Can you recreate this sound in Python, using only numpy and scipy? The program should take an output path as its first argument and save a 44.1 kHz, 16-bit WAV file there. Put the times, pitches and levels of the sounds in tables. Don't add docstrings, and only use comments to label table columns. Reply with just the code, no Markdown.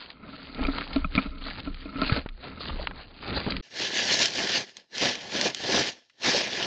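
import sys
import numpy as np
from scipy import signal
from scipy.fft import rfft, irfft, next_fast_len
from scipy.io import wavfile
from scipy.ndimage import map_coordinates

SR = 44100
rng = np.random.default_rng(int(sys.argv[2]) if len(sys.argv) > 2 else 0)


def transcribe(signal):
    frames = np.atleast_2d(signal).T
    limited = np.clip(frames, -1, 1)
    pcm = np.round(limited * 32767).astype(np.int16)
    wavfile.write(sys.argv[1], SR, pcm)


N = 293696
TIME = np.arange(N) / SR

MOVE_S = 3.618
INSIDE_TOP_HZ, TOP_HZ = 5000, 8900
STROKE_DROP_DB = 10

# (frequency [Hz], relative level [dB], t60 [s])
CASE_MODES = [(214, -11, 0.046), (271.3, -4, 0.086), (450, -13.5, 0.044), (629, -5.5, 0.041),
              (1060, -9.5, 0.049), (1321, 5, 0.029), (2175, 0, 0.014), (2450, -0.5, 0.028),
              (3000, -25, 0.057), (3400, -19, .03)]


def amp(db):
    return 10 ** (np.asarray(db) / 20)


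def unit(x):
    return x / np.sqrt(np.mean(x ** 2) + 1e-20)


def along(points, hz):
    f, v = np.transpose(points)
    return np.interp(np.log(hz + 1), np.log(f + 1), v)


def filtered(x, response):
    size = next_fast_len(N + 8192)
    hz = np.fft.rfftfreq(size, 1 / SR)
    return irfft(rfft(x, size) * response(hz), size)[:N]


def coloured(x, spectrum):
    return unit(filtered(x, lambda hz: amp(along(spectrum, hz))))


def add(track, s, sound):
    part = track[round(s * SR):][:len(sound)]
    part += sound[:len(part)]


def paper_inside():
    # (fastest at [s], rise [s], fall [s], relative crinkle level [dB], relative flexing level [dB])
    shoves = [(.03, 0.12, .07, -46, -53), (.11, 0.043, 0.019, -51.5, -54), (.27, 0.048, 0.063, -64, -51.5),
              (.35, 0.074, 0.11, -49, -59), (.475, 0.086, .035, -46.5, -57), (.66, 0.12, 0.064, -45, -42.5),
              (.77, 0.097, 0.16, -41, -45.5), (.95, 0.036, 0.074, -43.5, -48),
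              (1.19, 0.068, 0.073, -39, -48), (1.47, 0.063, 0.12, -40.5, -55),
              (1.595, 0.022, 0.011, -42.5, -44), (1.66, .04, 0.065, -52, -56),
              (1.82, 0.079, 0.094, -50, -67), (2.06, 0.088, 0.074, -36, -41.5),
              (2.16, 0.11, 0.042, -36, -36), (2.46, 0.052, 0.074, -44, -48),
              (2.61, 0.017, 0.071, -44.5, -50.5), (2.68, 0.07, 0.052, -40.5, -45.5),
              (2.81, 0.071, 0.054, -43, -45), (3.0, 0.065, 0.054, -49.5, -49), (3.14, 0.092, .1, -57, -56),
              (3.29, 0.076, 0.13, -38, -42), (3.38, 0.041, 0.042, -36, -35),
              (3.5, 0.081, 0.095, -39, -42.5)]
    # (frequency [Hz], relative gain [dB])
    crinkle_colour = [(200, -38), (700, -8), (1500, 3), (2000, 1.5), (2750, 4), (3400, 2.5), (4250, 6.5),
                      (4700, 2), (4950, -4), (5300, -23.5)]
    # (frequency [Hz], relative gain [dB])
    flex_colour = [(100, -31.5), (250, -1), (420, -0.5), (700, -2), (1300, -7), (2200, -10.5), (4000, -39)]

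    crinkle, flex = strokes(shoves, roundness=1.42) + amp([[-71], [-72]])
    fine = friction(rate=700, spread_db=5.5, smooth_db=-1, clump_db=1.5, clump_rate=110)
    fine = shifting(fine, depth_db=2.2, width_hz=900, rate=150, size=128)
    fine = shifting(fine, depth_db=1.5, width_hz=277.6, rate=18, size=512)
    coarse = friction(rate=500, spread_db=4, smooth_db=-2, clump_db=3, clump_rate=80)
    coarse = shifting(coarse, depth_db=2.6, width_hz=170, rate=30, size=512)
    ticks = amp(-6.5) * crackle(rate=60, centre_hz=2800)

    crinkling = crinkle * (coloured(fine, crinkle_colour) + ticks)
    flexing = amp(1.5) * flex * coloured(coarse, flex_colour)
    return crinkling + flexing


def paper_outside():
    # (fastest at [s], rise [s], fall [s], relative sliding level [dB], relative flexing level [dB])
    tugs = [(3.66, 0.07, 0.033, -52.5, -62.5), (3.83, 0.071, 0.086, -28, -38),
            (3.98, 0.064, 0.13, -26, -36), (4.13, 0.073, 0.049, -23, -31.5),
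            (4.215, 0.037, 0.059, -20.5, -31), (4.4, 0.089, 0.064, -28.5, -35),
            (4.575, 0.17, .046, -25.5, -34), (4.695, .04, 0.031, -48, -60), (4.78, 0.04, 0.044, -53, -59.5),
            (4.96, 0.026, .04, -35.5, -44.5), (5.04, .052, 0.089, -23, -30), (5.23, 0.059, .1, -40, -43),
            (5.36, 0.05, .08, -29, -33.5), (5.46, .07, 0.043, -25.5, -29.5), (5.66, 0.11, .06, -35, -46.5),
            (5.765, 0.1, 0.089, -22.5, -27.5), (5.88, 0.032, .028, -30.5, -34.5),
            (5.96, 0.052, 0.066, -55.5, -64), (6.265, 0.034, 0.14, -23.5, -31.5),
            (6.38, 0.067, 0.099, -27, -34), (6.63, 0.19, 0.2, -29.5, -35.5)]
    # (frequency [Hz], relative gain [dB])
    slide_colour = [(500, -41.5), (1300, -14.5), (1680, -0.5), (2050, -1.5), (2600, -0.5), (3130, 2.5),
                    (3650, -0.5), (4300, 1.5), (5250, -1), (6000, -4.5), (6850, -10), (7400, -18),
                    (8000, -26), (8750, -41)]
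    # (frequency [Hz], relative gain [dB])
    sheet_colour = [(25, -22.5), (70, -13.5), (140, -3.5), (250, 0.5), (560, 0.5), (850, -3), (1200, -11.5),
                    (2000, -10.5), (5000, -51)]
    # (time [s], lift of the fizz [dB])
    edge_lift = [(3.63, -3), (3.95, -1.5), (4.2, 3), (4.5, -0.9), (5.05, -2), (5.2, -1), (5.42, 0),
                 (5.75, 0.5), (6.3, -0.2), (6.66, -4)]

    slide, flex = strokes(tugs, roundness=1.61) + amp([[-76], [-88]])
    fine = friction(rate=2600, spread_db=4, smooth_db=0, clump_db=1.2, clump_rate=140)
    fine = shifting(fine, depth_db=1.78, width_hz=350, rate=30, size=512)
    fine = coloured(fine, slide_colour)
    fizz = filtered(fine, lambda hz: 1 - 1 / (1 + (hz / 5200) ** 8))
    edge_s, edge_db = np.transpose(edge_lift)
    edge = amp(np.interp(TIME, edge_s, edge_db))
    coarse = friction(rate=900, spread_db=8.5, smooth_db=5, clump_db=2.5, clump_rate=76)
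    ticks = amp(-14) * coloured(crackle(rate=83, centre_hz=3600), slide_colour)

    sliding = amp(-1) * slide * (fine + (edge - 1) * fizz + ticks)
    flexing = amp(0.5) * flex * coloured(coarse, sheet_colour)
    return sliding + flexing


def friction(rate, spread_db, smooth_db, clump_db, clump_rate):
    count = 60000
    sign = rng.choice([-1, 1], count)
    size = sign * amp(spread_db * np.clip(rng.standard_normal(count), -3, 2))
    where = rng.integers(0, N, count)
    used = np.arange(count) < rate * N / SR
    slips = unit(np.bincount(where, size * used, N))
    rub = amp(smooth_db) * rng.standard_normal(N)
    clumps = map_coordinates(rng.standard_normal(4096), [TIME * clump_rate], mode="mirror")
    return unit((slips + rub) * amp(clump_db * np.clip(clumps, -2, 2)))


def shifting(x, depth_db, width_hz, rate, size=256):
    hz, t, z = signal.stft(x, SR, nperseg=size)
    place = np.meshgrid(hz / width_hz, t * rate, indexing="ij")
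    field = map_coordinates(rng.standard_normal((128, 2048)), place, order=1, mode="mirror")
    shifted = signal.istft(z * amp(depth_db * unit(field)), SR, nperseg=size)[1]
    return unit(shifted[:N])


def crackle(rate, centre_hz, spread_db=4.0, spread_octaves=0.87, cycles=1.2):
    count, order = 1500, 128
    sign, size, pitch = rng.standard_normal((count, 3)).T
    start = rng.integers(0, N - order, count)
    hz = centre_hz * 2 ** (spread_octaves * pitch[:, None])
    turns = hz * np.arange(order) / SR
    used = np.arange(count) < rate * N / SR
    level = np.sign(sign) * amp(spread_db * np.clip(size, -2, 1.5)) * used
    ticks = level[:, None] * np.sin(2 * np.pi * turns) * np.exp(-turns / cycles)
    where = start[:, None] + np.arange(order)
    return unit(np.bincount(where.ravel(), ticks.ravel(), N))


def stroke(s, rise, fall, roundness):
    away = np.maximum((s - TIME) / rise, (TIME - s) / fall)
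    return amp(-STROKE_DROP_DB * np.minimum(away, 12) ** roundness)


def strokes(rows, roundness):
    power = 0
    for s, rise, fall, *levels_db in rows:
        power = power + np.outer(amp(levels_db), stroke(s, rise, fall, roundness)) ** 2
    return np.sqrt(power)


def snaps(flutter_db=-17, band_ratio=1.93):
    # (time [s], peak of the click [dB], band centre [Hz])
    creases = [(0.103, -26, 3600), (.547, -26.5, 3500), (.6305, -24, 1400), (0.637, -21.5, 3900),
               (.669, -21, 4000), (.784, -18.5, 2200), (0.81, -18.5, 2200), (.9325, -22.5, 3800),
               (0.961, -20, 3600), (1.1521, -16, 3400), (1.161, -17, 3400), (1.6018, -23.5, 3500),
               (1.7447, -28, 3000), (2.0167, -12, 3830), (2.0774, -18, 3600), (2.1233, -18, 1980),
               (2.2629, -31, 1130), (2.289, -28, 2040), (2.872, -11, 1500), (2.911, -27, 1020),
               (3.465, -23.5, 990), (3.5052, -18.5, 3800), (3.522, -16.5, 2400), (3.5668, -16, 2670),
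               (4.1557, -13, 3800), (4.2574, -7, 4200), (4.7688, -25, 4150), (4.9818, -13.5, 2960),
               (5.1542, -17.5, 3000), (5.4129, -4.5, 3600), (5.5474, -12, 4350), (6.098, -44.5, 2500)]
    out, t = np.zeros(N), np.arange(SR // 12) / SR
    for s, db, hz in creases:
        t60 = 0.02 * 2 ** ((-22 - db) / 18.5)
        top_hz = 4700 if s < MOVE_S else 6700
        band = np.vstack([
            signal.butter(2, [hz / band_ratio, hz * band_ratio], "bandpass", fs=SR, output="sos"),
            signal.butter(8, top_hz, fs=SR, output="sos")])
        click = signal.sosfilt(band, t == 0)
        decay = amp(flutter_db - 60 * t / t60) * (t > 1 / hz)
        flutter = signal.sosfilt(band, decay * rng.standard_normal(len(t)))
        add(out, s, amp(db) * (click + flutter) / np.abs(click).max())
    return out


def scrapes(spread_db=5):
    # (middle [s], length at half height [s], rms [dB], resonance [Hz], half-width at -6 dB [Hz])
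    rubs = [(0.63, 0.0077, -38.5, 1000, 450), (.785, 0.0078, -29.5, 1390, 400),
            (0.817, 0.0074, -32.5, 1400, 550), (2.083, 0.047, -40, 4170, 354),
            (2.127, 0.01, -29, 1680, 200), (2.61, 0.021, -40.5, 4260, 400), (2.7, 0.011, -34, 1060, 415),
            (2.799, .02, -36, 607, 109), (3.368, 0.033, -32, 4200, 496), (3.479, 0.01475, -28, 415, 250),
            (3.509, 0.0075, -28.5, 4250, 500), (6.258, 0.027, -28, 1980, 450),
            (6.299, 0.1, -38.5, 1060, 345), (6.353, 0.029, -26, 573, 130)]
    out, t = np.zeros(N), np.arange(SR // 4) / SR
    hz = np.fft.rfftfreq(len(t), 1 / SR)
    for s, length, db, centre, width in rubs:
        slips = rng.standard_normal(len(t)) * amp(spread_db * rng.standard_normal(len(t)))
        ring = irfft(rfft(slips) / (1 + 1j * (hz - centre) / width) ** 2, len(t))
        swell = np.sin(np.pi * np.clip(t / (2 * length), 0, 1)) ** 2
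        add(out, s - length, amp(db) * unit(ring * swell) * np.sqrt(np.mean(swell ** 2)))
    return out


def pushing():
    # (hardest at [s], rise [s], fall [s], relative scraping [dB], relative shuffling [dB])
    pushes = [(.265, 0.049, 0.11, -43.5, -49), (.44, 0.23, 0.11, -45.5, -63),
              (.605, 0.048, 0.1, -30.5, -47), (.79, 0.19, 0.037, -33, -43),
              (.96, 0.061, 0.043, -32.5, -38.5), (1.16, 0.029, .1, -34, -37.5),
              (1.47, 0.15, 0.049, -42.5, -63), (1.59, 0.09, 0.061, -46, -40.5),
              (1.7, 0.096, .05, -46.5, -43), (1.83, 0.022, 0.038, -38.5, -49),
              (2.03, 0.12, 0.1, -31.5, -40.5), (2.18, 0.069, 0.018, -34.5, -37),
              (2.49, 0.06, 0.12, -41.5, -43), (2.69, 0.079, .11, -57, -36.5),
              (2.9, 0.089, 0.15, -52.5, -44), (3.33, 0.063, 0.086, -38, -28.5),
              (3.52, 0.053, 0.27, -40, -33.5)]
    # (frequency [Hz], relative gain [dB])
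    rock_colour = [(8, -17), (20, -15), (28, 11), (42, -15), (65, -0.5), (100, -40), (200, -73)]
    # (frequency [Hz], relative gain [dB])
    shuffle_colour = [(35, -10.5), (65, 3), (120, -2), (190, -0.5), (320, -7), (520, -13), (1000, -45)]
    ring_colour = [(100, 3.5), (300, 5.5), (650, -9.5), (1300, -12.5), (2400, -19.5), (4000, -30)]  # (Hz, dB)

    scrape, shuffle = strokes(pushes, roundness=1.16)
    shuffle = shuffle + amp(-60)
    rock = rocking() + amp(-59.5)
    spines = friction(rate=450, spread_db=4.5, smooth_db=-6.5, clump_db=4.5, clump_rate=55)
    ring = coloured(filtered(spines, case_ring), ring_colour)
    sway = coloured(rng.standard_normal(N), rock_colour)
    steps = coloured(rng.standard_normal(N), shuffle_colour)
    return scrape * ring + amp(-2.5) * rock * sway + amp(-3) * shuffle * steps


def rocking():
    # (time [s], relative level [dB])
    lurches = [(0.631, -32), (.98, -27), (1.28, -34), (1.7, -34.5), (2.05, -29), (2.2, -36), (2.74, -30.5),
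               (3.57, -35)]
    power = 0
    for s, db in lurches:
        power = power + (amp(db) * stroke(s, rise=0.066, fall=0.17, roundness=1.15)) ** 2
    return np.sqrt(power)


def case_ring(hz):
    total = 0
    for centre, db, t60 in CASE_MODES:
        width = np.log(1000) / np.pi / t60
        total = total + amp(db) * 1j * hz * width / (centre ** 2 - hz ** 2 + 1j * hz * width)
    return total


def knocks(scatter_db=1, detune=0.022):
    # (time [s], relative low modes [dB], relative middle modes [dB], relative top modes [dB])
    blows = [(0.586, -12.5, -44, -42), (.602, -13, -48, -39), (.632, -32, -31, -41),
             (.65, -27, -29.5, -18.5), (0.682, -11, -20, -29.5), (.958, -4.5, -22, -23),
             (1.044, -26, -20.5, -20.5), (1.1507, -19.5, -29.5, -20.5), (1.177, -10.5, -20, -9),
             (1.186, -31.5, -18.5, -17.5), (1.463, -25, -26, -34), (1.672, -17.5, -29.5, -30.5),
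             (1.855, -21, -39, -31.5), (1.985, -22, -19.5, -45), (2.017, -12, -14.5, -22),
             (2.095, -23, -20, -17)]
    out, t = np.zeros(N), np.arange(SR // 6) / SR
    hz, mode_db, t60 = np.transpose(CASE_MODES)[:, :, None]
    for s, low_db, middle_db, top_db in blows:
        rise = 0.0021 * 2 ** ((low_db - top_db) / 14)
        share_db = along([(400, low_db), (1300, middle_db), (2200, top_db)], hz)
        scatter = scatter_db * rng.standard_normal(hz.shape)
        level = amp(mode_db + share_db + scatter - 60 * t / t60)
        pitch = hz * (1 + detune * rng.standard_normal(hz.shape))
        phase = 2 * np.pi * (pitch * t + rng.random(hz.shape))
        swell = 1 - np.exp(-(t / rise) ** 2)
        add(out, s, np.sum(level * np.sin(phase), axis=0) * swell)
    return out


def bumps():
    # (time [s], level at the start of the decay [dB], pitch [Hz], t60 [s])
    thuds = [(0.613, -23.5, 52.7, 0.19), (0.647, -25, 30, .15), (0.976, -31.5, 27.66, 0.58),
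             (1.052, -23.5, 172, 0.058), (1.154, -20, 66, 0.059), (1.177, -18.5, 201.5, 0.073),
             (2.122, -7.5, 123, 0.034), (2.261, -8, 211, 0.0033), (3.465, -17, 220, 0.014),
             (3.4738, -19, 164, .025)]
    out, t = np.zeros(N), np.arange(SR // 3) / SR
    for s, db, hz, t60 in thuds:
        add(out, s, -amp(db - 60 * t / t60) * np.sin(2 * np.pi * hz * t))
    return out


def walls(x, wet_db):
    # (frequency [Hz], t60 [s])
    shelter = [(200, 0.21), (2000, 0.042), (8000, 0.062)]
    hz, t, z = signal.stft(rng.standard_normal(SR // 4), SR, nperseg=256)
    decay = amp(-60 * t / along(shelter, hz)[:, None])
    tail = signal.istft(z * decay, SR, nperseg=256)[1]
    answer = np.pad(tail, (90, 0)) / np.linalg.norm(tail)
    return x + amp(wet_db) * signal.fftconvolve(x, answer)[:N]


def housing(x):
    # (centre [Hz], full width at half the lift [Hz], lift [dB])
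    bands = [(1706, 200, 3.5), (3100, 48, -1.5), (3920, 11, 4.5), (4820, 19, -3.5)]

    def response(hz):
        return amp(sum(db / (1 + (2 * (hz - centre) / width) ** 2) for centre, width, db in bands))

    return filtered(x, response)


def hiss():
    # (frequency [Hz], relative gain [dB])
    hiss_colour = [(20, 0), (150, 8.5), (600, -18), (2000, -8.5), (6000, -12.5), (8500, -15)]
    return amp(-88) * coloured(rng.standard_normal(N), hiss_colour)


def scene():
    creases = snaps() + scrapes()
    inside = walls(paper_inside() + creases, wet_db=-22.5) + pushing() + knocks() + bumps()
    inside = filtered(inside, lambda hz: 1 / np.sqrt(1 + (hz / INSIDE_TOP_HZ) ** 60))
    outside = housing(walls(paper_outside() + creases, wet_db=-16) + hiss())
    handover = (TIME - MOVE_S) / 0.003
    fade_out, fade_in = np.clip(-handover - 2, 0, 1), np.clip(handover - 2, 0, 1)
    return (inside * fade_out + outside * fade_in)[None]


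def record(dry):
    return filtered(dry[0], lambda hz: hz < TOP_HZ)[None]


dry = scene()
out = record(dry)
transcribe(out)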